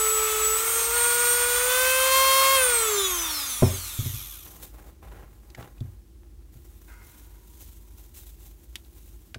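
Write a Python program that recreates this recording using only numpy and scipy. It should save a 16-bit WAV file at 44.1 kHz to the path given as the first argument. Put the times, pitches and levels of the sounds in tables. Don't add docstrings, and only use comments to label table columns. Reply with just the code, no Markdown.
import sys
import numpy as np
from scipy import signal
from scipy.fft import rfft, irfft, next_fast_len
from scipy.io import wavfile

SR = 44100
rng = np.random.default_rng(int(sys.argv[2]) if len(sys.argv) > 2 else 0)


def dump(signal):
    limited = np.clip(np.atleast_2d(signal).T, -1, 1)
    pcm = np.round(limited * 32767).astype(np.int16)
    wavfile.write(sys.argv[1], SR, pcm)


N = 413658
T = np.arange(N) / SR
CUTOFF_HZ = 15800

# (frequency [Hz], density [dB per Hz])
RUMBLE_SPECTRUM = [(25, -39), (38, -22), (59, 1), (141, -22.5), (229, -23), (270, -26.5), (334, -17),
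                   (450, -34.5), (900, -47)]
# (frequency [Hz], level [dB])
GARAGE_HUM = [(49.5, -51.5), (51.4, -56)]

# (frequency [Hz], gain [dB])
RAG_SPECTRUM = [(150, 5), (400, 3), (900, 0), (2200, -8.5), (3500, -18.5), (8000, -32)]
# (frequency [Hz], gain [dB])
GLOVE_SPECTRUM = [(1200, -10), (3700, -2), (4900, -6.5), (6200, 0), (9000, -0.5), (10400, -1), (12000, 3),
                  (15700, 2)]
# (time [s], length [s], rag rub [dB], glove swish [dB])
HAND_STROKES = [(4.44, 0.17, -56, -54.5), (4.608, 0.024, -52, -44.5), (4.72, 0.17, -56, -61.5),
                (5.013, 0.21, -51, -64), (5.187, .05, -58, -75), (5.267, 0.65, -65.5, -69),
                (5.561, 0.068, -47, -59), (6.506, 0.3, -70, -64), (6.8, 2.52, -74.5, -65),
                (7.024, 0.22, -72, -59), (7.442, 0.33, -80, -58.5), (7.583, 0.049, -67, -51.5),
                (7.946, 0.088, -69, -58.5), (8.132, 0.074, -73, -51.5), (8.244, .05, -76, -54.5),
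                (8.39, 0.11, -67, -57.5), (8.92, 0.18, -71, -61)]
STROKE_ATTACK_S, STROKE_RELEASE_S = 0.021, 0.039
RAG_FLOOR_DB, GLOVE_FLOOR_DB = -72, -80

# (time [s], direct peak [dB], contact cut-off [Hz])
BENCH_BLOWS = [(3.6225, -6, 794), (3.6275, -3, 590), (3.6345, -30, 172), (3.989, -18.5, 121),
               (4.026, -26, 151.2), (4.058, -23, 258), (4.14, -28.5, 99), (5.583, -30, 1110),
               (5.809, -23.5, 176), (6.555, -41, 258.6), (9.358, -33.5, 600)]
# (frequency [Hz], level [dB], t60 [s])
BENCH_MODES = [(90, -12, 0.55), (120.5, 0, 0.15), (205, -17, 0.1), (250, -4, 0.042), (380, -12, 0.08),
               (465, -12, .06), (665, -7, 0.049), (1040, -15.5, 0.042)]
# (time [s], ring level at the attack [dB], ring frequency [Hz])
SHARP_CONTACTS = [(4.464, -46, 1500), (5.502, -50.5, 4100), (5.548, -38.5, 1830), (5.626, -42, 1160),
                  (5.781, -56, 2500), (5.805, -48, 3470), (6.233, -58, 696), (8.7561, -29, 3470),
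                  (8.848, -60, 3600), (9.3445, -30, 1550)]
# (frequency [Hz], level [dB], t60 [s])
COVER_MODES = [(960, -9, 5.5), (1260, -7, .9), (1450, -2, 1.6), (1570, -4, .9), (1980, -9, 1.0),
               (2120, -3, 1.4), (2509, -11, 0.9)]
# (frequency [Hz], gain [dB])
SCRAPE_SPECTRUM = [(700, -6), (1450, -3), (1800, -6), (2150, -6), (3500, -15)]
LIFT_S, LIFT_RING_DB = 6.881, -59
SCRAPE_DB, SCRAPE_T60_S = -58.5, 2.3

# (time [s], speed [turns/s])
DRIVEN_SPEED = [(0, 437.8), (.22, 435.9), (.38, 432.2), (.52, 437.6), (.7, 455.3), (.92, 465.4), (.94, 475),
                (1.55, 487), (1.82, 512.4), (2.18, 531.1), (2.54, 538.5)]
OFF_S, FRICTION_TURNS_PER_S2, DRAG_SPEED_TURNS_PER_S = 2.549, 221, 715
# (time [s], length [s], pressure [dB])
WHEEL_PRESSES = [(0.25, 0.14, -11.5), (.96, 0.66, -6), (1.67, 0.54, -1.5), (2.092, 0.46, 4.5)]
PRESS_ATTACK_S, PRESS_RELEASE_S = 0.036, 0.035

# (free level [dB], added level per unit pressure [dB])
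UNBALANCE_ORDERS = [(4, -1.5), (-8, 6.5), (-1.5, -0.5)]
BEARING_ORDERS = [0.5, -0.5, -3, -1.5, 0.5, -1.5, -4, -6]
# (centre [Hz], width [Hz], peak [dB])
HOUSING_RESONANCES = [(406.3, 30, 3), (527, 42, -2), (941, 18, 2.5), (1068, 32, 2.5), (1170, 90, 1.5),
                      (1325, 53, 3), (1438, 32, 3), (1537, 38, 4), (2236, 150, 0.5), (2597, 44, 4.5),
                      (3162, 90, 4), (3491, 110, 2), (4250, 46, -3)]
HOUSING_FLOOR_DB = -7
# (time [s], level [dB])
FAN_WHINE_LEVEL = [(0, 5.5), (.18, 8), (.35, -4.5), (.48, 7.5), (.62, -3), (.9, -2), (.98, 4), (1.3, 3),
                   (1.75, -3.5), (2.52, -8.5), (2.64, 3.5), (2.79, 4), (2.9, 0.5), (3.38, 6.5), (3.6, -3)]
SLOT_WHINE_LEVELS = [-36, -33, -41]
# (frequency [Hz], gain [dB])
CASING_RESPONSE = [(700, -25), (1200, -6), (1900, -28), (2350, -2), (2800, -10), (3500, 5.5), (4900, -6),
                   (6200, 3.5), (7500, -1), (11500, 6.5), (15000, -14.5)]
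# (frequency [Hz], gain [dB])
AIR_SPECTRUM = [(220, -30), (350, -15), (620, -12.5), (850, -8), (1150, -0.5), (1350, -1.5), (1650, -7),
                (2250, -3.5), (2800, -8), (4800, -15.5), (9000, -36)]
# (frequency [Hz], gain [dB])
HISS_SPECTRUM = [(1000, -29), (2500, -10), (3400, -3.5), (4300, -8.5), (4900, -9), (6000, 0), (7500, 1.5),
                 (9300, 3.5), (10400, -3), (11600, 1.5), (15700, 2)]
# (frequency [Hz], gain [dB])
SCRATCH_SPECTRUM = [(2000, -17.5), (3500, -4), (4900, -13), (6200, -3), (7500, -12), (10500, -4.5),
                    (12200, 2), (13500, 1), (15700, -15)]

AIR_DB, AIR_POWER = -31.5, 1.71
HISS_DB, HISS_POWER = -26.5, 1.152
UNBALANCE_DB, UNBALANCE_POWER = -29, 2.94
FAN_DB, FAN_POWER = -25.5, 3.14
SLOT_WHINE_POWER = 1.93
FREE_BUZZ_DB, COAST_BUZZ_DB = -47.5, -37
PRESSED_BUZZ_DB, PRESSED_HISS_DB = -35.5, 1.0
UNBALANCE_KNEE_TURNS_PER_S, SLOT_WHINE_BELOW_TURNS_PER_S, SCRATCH_BELOW_TURNS_PER_S = 340, 307, 212
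DRIVEN_COMB_DB, COASTING_COMB_DB, EMERGE_S = -21, -13.5, 0.45
DIP_S, DIP_LENGTH_S, DIP_EDGE_S, DIP_DB, DIP_FLUTTER_DB = 0.53, 0.32, 0.06, -3.5, 3
WHISTLE_S, WHISTLE_LENGTH_S, WHISTLE_FADE_S, WHISTLE_HZ, WHISTLE_DB = 0.64, 0.22, 0.039, 8540, -30.5
NEAR_DB, NEAR_T60_S = -7, 0.035


def from_db(db):
    return 10 ** (np.asarray(db) / 20)


def rms_one(x):
    return x / np.sqrt(np.mean(x ** 2) + 1e-20)


def in_time(table):
    return np.interp(T, *np.transpose(table))


def gain_at(spectrum, hz):
    points = np.array(spectrum)
    log_hz = np.log(np.maximum(hz, 1))
    return from_db(np.interp(log_hz, np.log(points[:, 0]), points[:, 1]))


def coloured(x, spectrum):
    size = next_fast_len(N)
    hz = np.arange(size // 2 + 1) * SR / size
    gain = gain_at(spectrum, hz) * (hz > 20) * (hz < CUTOFF_HZ)
    return rms_one(irfft(rfft(x, size) * gain, size)[:N])


def drift(rate_hz):
    pole = np.exp(-80 * np.pi * rate_hz / SR)
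    noise = rng.standard_normal(N // 40 + 2002)
    slow = signal.lfilter([1], [1, -2 * pole, pole * pole], noise)[2000:]
    return np.interp(np.arange(N) / 40, np.arange(len(slow)), rms_one(slow))


def angle(hz):
    return 2 * np.pi * np.cumsum(hz) / SR


def tone(phase, db):
    return np.sqrt(2) * from_db(db) * np.sin(phase)


def swell(start_s, length_s, attack_s, release_s):
    rise = np.clip((T - start_s) / attack_s, 0, 1)
    return rise * np.exp(-np.clip((T - start_s - length_s) / release_s, 0, 40))


def reflections(x, wet_db, t60_s):
    t = np.arange(SR // 2) / SR
    tail = rng.standard_normal(len(t)) * from_db(-60 * t / t60_s) * (t > .003)
    return x + from_db(wet_db) * signal.fftconvolve(x, tail / np.linalg.norm(tail))[:N]


def room_tone():
    hum = sum(tone(2 * np.pi * hz * T + .5 * drift(0.83), db + 0.68 * drift(2.5))
              for hz, db in GARAGE_HUM)
    return hum + from_db(-50.5) * coloured(rng.standard_normal(N), RUMBLE_SPECTRUM)


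def hands():
    rag_power, glove_power = from_db(RAG_FLOOR_DB) ** 2, from_db(GLOVE_FLOOR_DB) ** 2
    for start_s, length_s, rag_db, glove_db in HAND_STROKES:
        stroke = swell(start_s, length_s, STROKE_ATTACK_S, STROKE_RELEASE_S)
        rag_power = rag_power + (from_db(rag_db) * stroke) ** 2
        glove_power = glove_power + (from_db(glove_db) * stroke) ** 2
    slips, grains = drift(45), drift(400)
    rag_noise = coloured(rng.standard_normal(N) * from_db(4 * grains), RAG_SPECTRUM)
    glove_noise = coloured(rng.standard_normal(N) * from_db(2.0 * grains), GLOVE_SPECTRUM)
    rag = np.sqrt(rag_power) * from_db(2.2 * slips) * rag_noise
    glove = np.sqrt(glove_power) * from_db(2.0 * slips) * glove_noise
    return reflections(rag + glove, NEAR_DB, NEAR_T60_S)


def strikes(blows, modes, scatter_db, crack_db, crack_t60_s):
    out, t = np.zeros(N + SR), np.arange(SR // 2) / SR
    hz, mode_db, t60_s = np.array(modes).T[:, :, None]
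    rings = from_db(mode_db - 60 * t / t60_s) * np.sin(2 * np.pi * hz * t)
    signs = (-1) ** np.arange(len(modes))
    highpass = signal.butter(2, hz.min(), "high", fs=SR, output="sos")
    for start_s, db, cut_hz in blows:
        body = from_db(rng.standard_normal(len(modes)) * scatter_db) * signs @ rings
        crack = from_db(crack_db - 60 * t / crack_t60_s) * rng.standard_normal(len(t))
        contact = signal.butter(2, min(cut_hz, CUTOFF_HZ), fs=SR, output="sos")
        hit = signal.sosfilt(contact, body + signal.sosfilt(highpass, crack))
        start = round(start_s * SR)
        out[start:start + len(t)] += from_db(db) * hit / np.abs(hit).max()
    return out[:N]


def clicks(ring_width, snap_db, burst_t60_s):
    out, t = np.zeros(N + SR), np.arange(SR // 10) / SR
    for start_s, db, hz in SHARP_CONTACTS:
        slips = rng.standard_normal(len(t))
        ring = rms_one(signal.lfilter(*signal.iirpeak(hz, 1 / ring_width, fs=SR), slips))
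        band = signal.butter(2, [hz / 3, min(4 * hz, CUTOFF_HZ)], "band", fs=SR, output="sos")
        snap = rms_one(signal.sosfilt(band, slips))
        start = round(start_s * SR)
        burst = (ring + from_db(snap_db) * snap) * from_db(db - 60 * t / burst_t60_s)
        out[start:start + len(t)] += burst
    return out[:N]


def lifted_cover():
    since_s = np.maximum(T - LIFT_S, 0)
    ring = sum(tone(2 * np.pi * hz * T + 1.3 * drift(31),
                    LIFT_RING_DB + db - 60 * since_s / t60_s + 2.5 * drift(16))
               for hz, db, t60_s in COVER_MODES)
    scrape_db = SCRAPE_DB - 60 * since_s / SCRAPE_T60_S + 2.7 * drift(60)
    scrape = from_db(scrape_db) * coloured(rng.standard_normal(N), SCRAPE_SPECTRUM)
    return (ring + scrape) * (since_s > 0)


def knocks():
    thumps = strikes(BENCH_BLOWS, BENCH_MODES, scatter_db=1.2, crack_db=-7, crack_t60_s=.17)
    ticks = clicks(ring_width=0.22, snap_db=-9.5, burst_t60_s=0.027)
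    thumps = reflections(thumps, wet_db=-9.5, t60_s=0.33)
    return thumps + reflections(ticks, wet_db=-17, t60_s=0.11) + lifted_cover()


def shaft_speed():
    top = DRIVEN_SPEED[-1][1]
    left = (np.arctan(top / DRAG_SPEED_TURNS_PER_S)
            - FRICTION_TURNS_PER_S2 / DRAG_SPEED_TURNS_PER_S * (T - OFF_S))
    coast = DRAG_SPEED_TURNS_PER_S * np.tan(np.maximum(left, 0))
    return np.where(T < OFF_S, in_time(DRIVEN_SPEED), coast)


def housing(hz):
    grid_hz = np.geomspace(20, 8000, 1500)
    power = sum((from_db(db) / (1 + ((grid_hz - centre) / width) ** 2)) ** 2
                for centre, width, db in HOUSING_RESONANCES)
    return np.interp(hz, grid_hz, np.sqrt(power + from_db(HOUSING_FLOOR_DB) ** 2))


def unbalance(shaft, speed, speed_db, pressure):
    hum = sum(housing(k * speed)
              * tone(k * shaft, UNBALANCE_DB + UNBALANCE_POWER * speed_db + db + pressed_db * pressure)
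              for k, (db, pressed_db) in enumerate(UNBALANCE_ORDERS, 1))
    dip = swell(DIP_S, DIP_LENGTH_S, DIP_EDGE_S, DIP_EDGE_S)
    dip_db = dip * (DIP_DB + DIP_FLUTTER_DB * drift(40))
    slow_loss = np.minimum(speed / UNBALANCE_KNEE_TURNS_PER_S, 1) ** 3
    return hum * slow_loss * from_db(0.5 * drift(40) + dip_db)


def bearing_buzz(shaft, speed, speed_db, pressure):
    buzz = sum(housing(k * speed) * tone(k * shaft + rng.uniform(0, 2 * np.pi), db + 1.6 * drift(7))
               for k, db in enumerate(BEARING_ORDERS, len(UNBALANCE_ORDERS) + 1))
    free_db = np.where(T < OFF_S, FREE_BUZZ_DB, COAST_BUZZ_DB) + UNBALANCE_POWER * speed_db
    return (from_db(free_db) + from_db(PRESSED_BUZZ_DB) * pressure) * buzz


def fan_whine(shaft, speed_db):
    whine_db = FAN_DB + FAN_POWER * speed_db + in_time(FAN_WHINE_LEVEL)
    return tone(18 * shaft, whine_db) * from_db(2 * drift(11))


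def whistle():
    phase = 2 * np.pi * WHISTLE_HZ * T + 0.95 * drift(15)
    return tone(phase, WHISTLE_DB) * swell(WHISTLE_S, WHISTLE_LENGTH_S, WHISTLE_FADE_S, WHISTLE_FADE_S)


def slot_whine(shaft, speed, speed_db):
    slow = np.clip((SLOT_WHINE_BELOW_TURNS_PER_S - speed) / 60, 0, 1)
    return slow * sum(np.minimum(k * speed / 1100, 1) ** 6
                      * tone(k * shaft, db + SLOT_WHINE_POWER * speed_db + 3 * drift(8.8))
                      for k, db in zip((16, 24, 32), SLOT_WHINE_LEVELS))


def armature(shaft, speed, slot_db, waver_db, count=100):
    turning, comb = speed > 0, np.zeros(N)
    for order in range(9, count):
        hz = order * speed[turning]
        near_slot = np.cos(2 * np.pi * order / 8) - 1
        level = from_db(slot_db * near_slot + waver_db * drift(6.3)[turning])
        gain = level * gain_at(CASING_RESPONSE, hz) * (hz < CUTOFF_HZ)
        taper = 1 - order / count
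        phase = order * shaft[turning] + rng.uniform(0, 2 * np.pi)
        comb[turning] += taper * gain * np.sin(phase)
    return comb


def brush_scratches(shaft, speed, sharpness, scratch_db):
    pulse = rms_one((.5 + .5 * np.cos(shaft)) ** sharpness)
    below = SCRATCH_BELOW_TURNS_PER_S
    slow = np.clip((below - speed) / (below / 2), 0, 1) * (speed > 0)
    return from_db(scratch_db) * slow * coloured(rng.standard_normal(N) * pulse, SCRATCH_SPECTRUM)


def air_rush(speed_db):
    air_db = AIR_DB + AIR_POWER * speed_db + 1.2 * drift(16)
    return from_db(air_db) * coloured(rng.standard_normal(N), AIR_SPECTRUM)


def brush_noise(shaft, speed, speed_db, pressure):
    hiss = coloured(rng.standard_normal(N) * (1 + 0.24 * np.sin(shaft)), HISS_SPECTRUM)
    coasting = np.clip((T - OFF_S) / EMERGE_S, 0, 1)
    comb_db = DRIVEN_COMB_DB * (1 - coasting) + COASTING_COMB_DB * coasting
    comb = from_db(comb_db) * armature(shaft, speed, slot_db=2.5, waver_db=5.0)
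    scratches = brush_scratches(shaft, speed, sharpness=0.57, scratch_db=2.0)
    level_db = HISS_DB + HISS_POWER * speed_db + PRESSED_HISS_DB * pressure + 0.56 * drift(20)
    return from_db(level_db) * (from_db(-3.0 * coasting - 1.73) * hiss + comb + scratches)


def tool():
    speed = shaft_speed()
    speed_db = 20 * np.log10(speed / speed.max() + 1e-9)
    pressure = np.max([from_db(db) * swell(start_s, length_s, PRESS_ATTACK_S, PRESS_RELEASE_S)
                       for start_s, length_s, db in WHEEL_PRESSES], axis=0)
    shaft = angle(speed * (1 + 0.00027 * drift(30)))
    tones = unbalance(shaft, speed, speed_db, pressure) + bearing_buzz(shaft, speed, speed_db, pressure)
    tones = tones + fan_whine(shaft, speed_db) + whistle() + slot_whine(shaft, speed, speed_db)
    rush = air_rush(speed_db) + brush_noise(shaft, speed, speed_db, pressure)
    return tones + reflections(rush, NEAR_DB, NEAR_T60_S)


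def scene():
    return np.tile(room_tone() + hands() + knocks() + tool(), (2, 1))


def record(dry):
    return signal.sosfilt(signal.ellip(12, .1, 80, CUTOFF_HZ, fs=SR, output="sos"), dry)


dry = scene()
out = record(dry)
dump(out)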